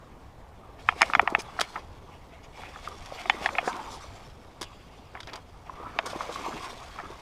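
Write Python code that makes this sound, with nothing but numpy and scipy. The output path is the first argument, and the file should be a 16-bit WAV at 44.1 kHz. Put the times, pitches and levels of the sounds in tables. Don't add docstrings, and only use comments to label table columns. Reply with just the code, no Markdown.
import sys
import numpy as np
from scipy import signal
from scipy.fft import irfft
from scipy.io import wavfile
from scipy.ndimage import uniform_filter1d

SR = 44100
rng = np.random.default_rng(int(sys.argv[2]) if len(sys.argv) > 2 else 0)


def wav_record(signal):
    frames = np.transpose(np.atleast_2d(signal))
    bounded = np.clip(frames, -1, 1)
    quanta = np.round(bounded * 32767).astype(np.int16)
    wavfile.write(sys.argv[1], SR, quanta)


N = 318346
TIME = np.arange(N) / SR
TAPS = 4096
AGE = np.arange(TAPS) / SR
TOP_HZ = 15600


def knocks():
    # start in seconds, level in dB, treble limit in Hz,
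    # looseness of the contact from 0 to 1, pitch in Hz that the struck spot favours.
    blows = [(0.8879, 0.5, 3020, 0.27, 1030), (.923, -26, 1440, 0.16, 880), (1.01, -11.5, 2870, 0.6, 1500),
             (1.0176, 3.5, 7500, 0.45, 685), (1.0208, -14, 2600, .4, 740), (1.028, -4.5, 3400, 0.5, 2130),
             (1.0987, -18, 1600, 0.8, 960), (1.135, -6, 3220, 0.23, 1410), (1.1502, -2, 4300, 0.47, 1400),
             (1.1943, -0.5, 2430, 0.07, 880), (1.275, -7, 2830, 0.23, 804), (1.3489, -0.5, 2660, 0.3, 1030),
             (1.5902, -15.5, 1870, 1, 1300), (1.612, -23, 4000, 0.3, 1010),
             (1.757, -21.5, 2180, 0.65, 1210), (1.7608, -21, 2320, 0.7, 710),
             (2.634, -28.5, 1720, 0.7, 910), (2.759, -28, 1810, 0.9, 1200), (3.2555, -22.5, 2550, 0.6, 800),
             (3.2972, -.5, 4140, .47, 3150), (3.4592, -7, 5100, 0.7, 1680), (3.489, -17, 2340, 0.35, 870),
             (3.551, -19, 2980, 0.6, 2400), (3.583, -10, 2640, 1, 2180), (3.677, -15.5, 1780, 0.45, 1210),
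             (3.729, -27, 4070, 0.1, 3320), (5.151, -28, 2400, 1, 726), (5.172, -32, 2200, 1, 720),
             (5.988, -7, 4040, 0.38, 1070), (6.2098, -25, 1980, 0.4, 1150), (6.987, -24.5, 1930, 1, 1170),
             (6.999, -25, 2060, 1, 850)]
    # pitch in Hz, level in dB, seconds to fade by 60 dB.
    case_tones = [(683, -6, 0.022), (787, 0, 0.01), (1279, -3.5, 0.011), (1790, -5.5, 0.014),
                  (2203, -5, 0.015), (2457, -3.5, 0.01), (2994, -10, 0.0085), (3244, -20, 0.04),
                  (3535, -15, 0.019), (4020, -12.5, 0.0047), (5180, -11, 0.0097), (6650, -14.5, 0.012),
                  (9040, -11, 0.016)]
    hz, db, fade_s = np.transpose(case_tones)[:, :, None]
    sign = (-1) ** np.arange(len(hz))[:, None]
    out = np.zeros(N)
    for start, level_db, bright_hz, loose, spot_hz in blows:
        place, grip = rng.standard_normal((2, *hz.shape))
        favour_db = 3.5 * np.exp(-(np.log(hz / spot_hz) / 0.2) ** 2)
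        fade_db = 60 * AGE / (fade_s * (0.68 + 0.55 * loose))
        tones = sign * np.sin(2 * np.pi * hz * (1 + 0.025 * grip) * AGE)
        ring = (gain_of(db + favour_db + 1.43 * place - fade_db) * tones).sum(0)
        ring = cut(cut(ring, 633, "high", order=4), bright_hz, "low", order=4)
        ring = peaked(signal.fftconvolve(ring, contact(loose))[:TAPS])
        nudge = peaked(cut(cut(burst(0.032), 410, "low"), 170, "high"))
        knock = ring + gain_of(-33.5) * nudge
        add(out, start - 0.0005, gain_of(level_db - 1) * knock)
    return out


def contact(loose):
    hz = np.fft.rfftfreq(TAPS, 1 / SR)
    travel_s = 0.000992 * np.sqrt(1000 / (hz + 300))
    bounce_s = 0.000939 * (1 + 0.13 * rng.standard_normal())
    pair = 1 + 0.33 * np.exp(-2j * np.pi * hz * bounce_s)
    blow = irfft(pair * np.exp(-2j * np.pi * np.cumsum(travel_s) * hz[1]), TAPS)
    return blow + 1.46 * loose * burst(0.03) + gain_of(-11.5) * burst(0.029)


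def bumps():
    # start in seconds, level in dB, rough pitch in Hz.
    heavy_bumps = [(1.169, -21.5, 306), (1.229, -22, 392), (1.324, -20, 380), (1.384, -25, 400),
                   (2.875, -21, 1237), (3.122, -25, 594), (3.345, -27, 375), (3.676, -14.5, 490),
                   (4.614, -28.5, 397), (5.338, -30, 990), (5.696, -23.5, 1070), (6.153, -27, 740),
                   (6.16, -24, 347), (6.207, -16.5, 1115), (6.359, -20.5, 1120), (6.463, -26, 670),
                   (6.483, -24, 368), (6.539, -27.5, 280)]
    swell = (1 - np.exp(-AGE / 0.00049)) * np.exp(-AGE / 0.0029)
    sag = 0.863 + 0.17 * np.exp(-AGE / 0.0084)
    out = np.zeros(N)
    for start, level_db, hz in heavy_bumps + jostles():
        tone = np.sin(2 * np.pi * np.cumsum(hz * sag) / SR)
        rustle = cut(cut(burst(0.048), hz * 0.93, "low", order=3), hz * 1.05, "high")
        bump = peaked(swell * tone) + 200 / hz * peaked(rustle)
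        add(out, start, gain_of(level_db - 3) * peaked(bump))
    return out


def jostles(per_s=11, low_hz=342, high_hz=1194, slot_s=0.02):
    slots = np.arange(0, N / SR - 0.1, slot_s)
    chance, late, softness, pitch = rng.random((len(slots), 4)).T
    start = slots + slot_s * late
    pressure_db, _ = movement(start)
    level_db = pressure_db + 13.5 - softness
    hz = low_hz * (high_hz / low_hz) ** pitch
    return list(np.transpose([start, level_db, hz])[chance < per_s * slot_s])


def ticks(bounce_s=0.0048):
    # start in seconds, level in dB, treble limit in Hz,
    # level of the bounce in dB compared with the catch.
    catches = [(1.215, -34, 9100, -3), (1.301, -29.5, 8950, -19), (1.418, -30.5, 14100, -17),
               (1.597, -19.5, 7000, -19), (1.6076, -14, 7400, 5), (2.885, -34, 11800, -20),
               (3.059, -30.5, 8060, -15), (3.7654, -31, 9500, -20), (4.612, -26, 8600, 7.5),
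               (4.627, -24.5, 8200, -2.5), (4.639, -31, 6950, -5), (5.2032, -26.5, 6000, -5.5),
               (5.2307, -31, 4500, -15), (5.2723, -31, 6000, -14), (5.2958, -33, 4500, -9),
               (5.3327, -25.5, 6000, -2.5), (5.3565, -25.5, 7800, -6), (6.059, -27, 9000, 3)]
    # frequency in Hz, level in dB.
    tick_colour = [(120, -34), (200, -12), (761, -11), (998, -4), (1240, -4), (2800, -13.5), (3170, -3),
                   (3870, -6), (4160, -8.5), (4890, -4.5), (5450, -9.5), (6900, -16.5), (8880, -26.5),
                   (9900, -27), (15000, -37)]
    out, ring = np.zeros(N), ring_of(tick_colour)
    for start, level_db, bright_hz, bounce_db in catches:
        for at, db in (start, level_db), (start + bounce_s, level_db + bounce_db):
            snap = (burst(0.015) + gain_of(-14.5) * burst(0.095)) * (1 - np.exp(-AGE / 0.00069))
            snap += gain_of(19.5) * bright_hz / TOP_HZ * cut(snap, 10230, "high")
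            tick = cut(signal.fftconvolve(snap, ring)[:TAPS], bright_hz, "low")
            add(out, at, gain_of(db - 1.5) * peaked(case_air(tick)))
    return out


def cloth():
    # frequency in Hz, level in dB.
    swish_colour = [(100, -21), (200, -7.5), (350, -1.5), (520, -2), (750, -1.5), (950, 4), (1170, 4),
                    (1500, -7.5), (2500, -20.5), (6000, -42)]
    scrape_colour = [(450, -35.5), (700, 8.5), (1100, -16), (1500, -5.5), (1800, -4), (2250, -1),
                     (2900, -5), (3350, -10.5), (4000, -22), (7000, -37.5)]
    hiss_colour = [(1500, -46.5), (3300, 6.5), (4200, 2), (4800, 0.5), (5700, -1), (7200, -5),
                   (9500, -10.5), (11000, -14.5), (13000, -17), (15500, -62)]
    fizz_colour = [(2500, -35), (5000, 11.5), (7000, 1), (9500, -2.5), (12000, -27), (15500, -22)]
    pressure_db, speed_db = movement(TIME)
    friction_db = 0.31 * pressure_db + 0.69 * speed_db
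    swish = patchy(swish_colour, patch_db=4.5, flicker_db=1, streak_db=3)
    swish += 0.5 * grains(swish_colour, per_s=300, spread_db=3)
    scrape = patchy(scrape_colour, patch_db=1.5, flicker_db=4, streak_db=3.5)
    scrape += 0.79 * grains(scrape_colour, per_s=700, spread_db=1)
    crackle = grains(hiss_colour, per_s=2500, spread_db=4.5)
    hiss = patchy(hiss_colour, patch_db=3, flicker_db=4, streak_db=5.5) + 1.12 * crackle
    fizz = patchy(fizz_colour, patch_db=1.5, flicker_db=3, streak_db=6)
    layers = [(swish, 800, pressure_db + 0.26), (case_air(scrape), 2000, friction_db + 3.2),
              (case_air(hiss), 4550, speed_db + 4), (fizz, 8300, speed_db - 12)]
    out = np.zeros(N)
    for sound, centre_hz, steady_db in layers:
        power = gain_of(steady_db) ** 2 + strokes(centre_hz)
        out += evened(sound) * np.sqrt(power)
    return out


def movement(seconds):
    # time in seconds, pressure in dB, sliding speed in dB.
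    hook_set = [(.76, -59, -77), (.87, -51.5, -61), (.95, -47.5, -62), (1.06, -42, -52), (1.2, -41, -64),
                (1.36, -42.5, -65), (1.45, -47.5, -65.5), (1.76, -51.5, -59.5), (1.85, -56.5, -69.5)]
    wind_in = [(2.52, -63, -72.5), (2.58, -52.5, -63), (3.05, -51, -59), (3.28, -45, -56.5),
               (3.47, -39.5, -56), (3.76, -38.5, -57.5), (3.99, -49.5, -60.5), (4.26, -52.5, -62.5),
               (4.33, -58, -69.5)]
    lift = [(5.57, -63, -71), (5.83, -42.5, -67), (6.039, -46, -64), (6.08, -39, -59), (6.36, -40.5, -53),
            (6.64, -42.5, -54.5), (6.77, -49.5, -57), (7.06, -45.5, -61.5), (7.22, -49, -60.5)]
    at, pressure_db, speed_db = np.transpose(hook_set + wind_in + lift)
    return np.interp(seconds, at, pressure_db), np.interp(seconds, at, speed_db)


def strokes(layer_hz):
    # loudest moment in seconds, rise time in seconds, level in dB, pitch in Hz.
    folds = [(0.801, 0.026, -50.5, 1820), (.9, .06, -45, 1730), (1.002, 0.051, -40, 1780),
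             (1.05, 0.16, -58, 9000), (1.399, 0.017, -34.5, 2630), (1.401, .025, -43, 12000),
             (1.622, 0.075, -40, 1210), (1.766, 0.048, -38.5, 800), (2.14, 0.065, -57.5, 2100),
             (2.345, 0.063, -55, 1700), (2.445, 0.029, -55, 2320), (2.572, .025, -62, 9000),
             (2.638, 0.14, -47.5, 1970), (2.85, 0.044, -49.5, 2200), (3.205, .06, -41, 2400),
             (3.439, 0.04, -35.5, 2300), (3.674, 0.052, -44.5, 5960), (3.937, 0.057, -46.5, 5100),
             (5.166, 0.063, -48, 750), (5.286, .035, -41.5, 1270), (5.355, 0.064, -41.5, 1070),
             (5.67, 0.027, -53.5, 1700), (6.068, 0.013, -39, 7550), (6.068, .025, -36.5, 700),
             (6.103, 0.049, -46, 4300), (6.21, 0.067, -49.5, 3800), (6.344, 0.034, -46, 4000),
             (6.644, 0.057, -48.5, 6000)]
    power = np.zeros(N)
    for middle, rise_s, db, hz in folds:
        swell = signal.windows.hann(round(2 * rise_s * SR))
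        octaves_away = abs(np.log2(hz / layer_hz))
        add(power, middle - rise_s, (swell * gain_of(db + 2 - 10.5 * octaves_away ** 1.24)) ** 2)
    return power


def grains(colour, per_s, spread_db):
    size = gain_of(spread_db * np.minimum(rng.exponential(1, N), 4)) * rng.choice([-1, 1], N)
    slips = size * (rng.random(N) < per_s / SR)
    return evened(signal.oaconvolve(slips, ring_of(colour))[:N])


def case_air(x):
    # pitch in Hz, width in Hz, level in dB.
    air_tones = [(2200, 110, -8), (3370, 81, -14), (4750, 220, -7.5), (5420, 110, -6), (6190, 101, -15),
                 (9250, 250, -15)]
    return x + sum(gain_of(db) * signal.lfilter(*signal.iirpeak(hz, hz / width, fs=SR), x)
                   for hz, width, db in air_tones)


def spool(start_s=4.63, length_s=0.77, start_db=-59.5, fade_db_per_s=17):
    # frequency in Hz, level in dB.
    whirr_colour = [(1500, -25), (2500, 0), (2850, 2), (3100, -1), (3380, 5), (3900, -21), (4900, 0),
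                    (5600, -26), (7200, -11), (10000, -36)]
    age = TIME - start_s
    running = np.clip(np.minimum(age, length_s - age) / 0.022, 0, 1)
    whirr = patchy(whirr_colour, patch_db=3.5, flicker_db=4)
    return running * gain_of(start_db - fade_db_per_s * abs(age)) * whirr


def outdoors(hush_db=-54, breeze_db=-50.5, ease_db_per_s=0.08):
    # frequency in Hz, level in dB.
    hush_colour = [(88, -21), (150, -5.5), (213, -6), (263, -2.5), (326, -8.5), (420, -5), (500, -6.5),
                   (844, -7), (1370, -17.5), (2550, -24), (4560, -30.5), (14300, -41), (15500, -43)]
    rumble_colour = [(8.8, -17), (15, -4), (54, 5), (170, -8.5), (220, -45), (370, -120)]
    hush = patchy(hush_colour, patch_db=1.9, flicker_db=-0.7)
    rumble = patchy(rumble_colour, patch_db=1.4, flicker_db=1.4)
    return gain_of(hush_db) * hush + gain_of(breeze_db - ease_db_per_s * TIME) * rumble


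def patchy(colour, patch_db, flicker_db, streak_db=0):
    frames, hz = N // 256 + 5, np.fft.rfftfreq(1024, 1 / SR)
    real, imag, patches, streaks = rng.standard_normal((4, frames, len(hz)))
    patches = uniform_filter1d(uniform_filter1d(patches, size=7, axis=0), size=14, axis=1)
    streaks = uniform_filter1d(uniform_filter1d(streaks, size=28, axis=0), size=4, axis=1)
    flicker = uniform_filter1d(rng.standard_normal(frames), size=4)[:, None]
    drifts = (patch_db, patches), (streak_db, streaks), (flicker_db, flicker)
    drift_db = sum(db * np.clip(evened(drift), -2, 2) for db, drift in drifts)
    spectrum = (real + 1j * imag) * gain_of(level_at(colour, hz) + drift_db)
    _, noise = signal.istft(spectrum.T, nperseg=1024, noverlap=768)
    return evened(noise[:N])


def burst(fade_s):
    noise = rng.standard_normal(TAPS) * gain_of(-60 * AGE / fade_s)
    return noise / np.linalg.norm(noise)


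def ring_of(colour):
    log_gain = np.log(gain_of(level_at(colour, abs(np.fft.fftfreq(TAPS, 1 / SR)))))
    return np.fft.ifft(np.exp(np.conj(signal.hilbert(log_gain)))).real


def level_at(colour, hz):
    point_hz, db = np.transpose(colour)
    return np.interp(np.log(hz + 1), np.log(point_hz + 1), db)


def cut(x, hz, keep, order=2):
    return signal.sosfilt(signal.butter(order, hz, keep, fs=SR, output="sos"), x)


def add(mix, start_s, sound):
    part = mix[round(start_s * SR):][:len(sound)]
    part += sound[:len(part)]


def gain_of(db):
    return 10 ** (np.asarray(db) / 20)


def evened(x):
    return x / np.sqrt(np.mean(x ** 2) + 1e-20)


def peaked(x):
    return x / (abs(x).max() + 1e-12)


def scene():
    return (knocks() + ticks() + cloth() + spool() + outdoors() + bumps())[None]


def record(dry):
    clipped = np.clip(dry, -0.92, 0.92)
    low_pass = signal.firwin(401, TOP_HZ, window=("kaiser", 9), fs=SR)
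    return signal.oaconvolve(clipped, low_pass[None], "same")


dry = scene()
out = record(dry)
wav_record(out)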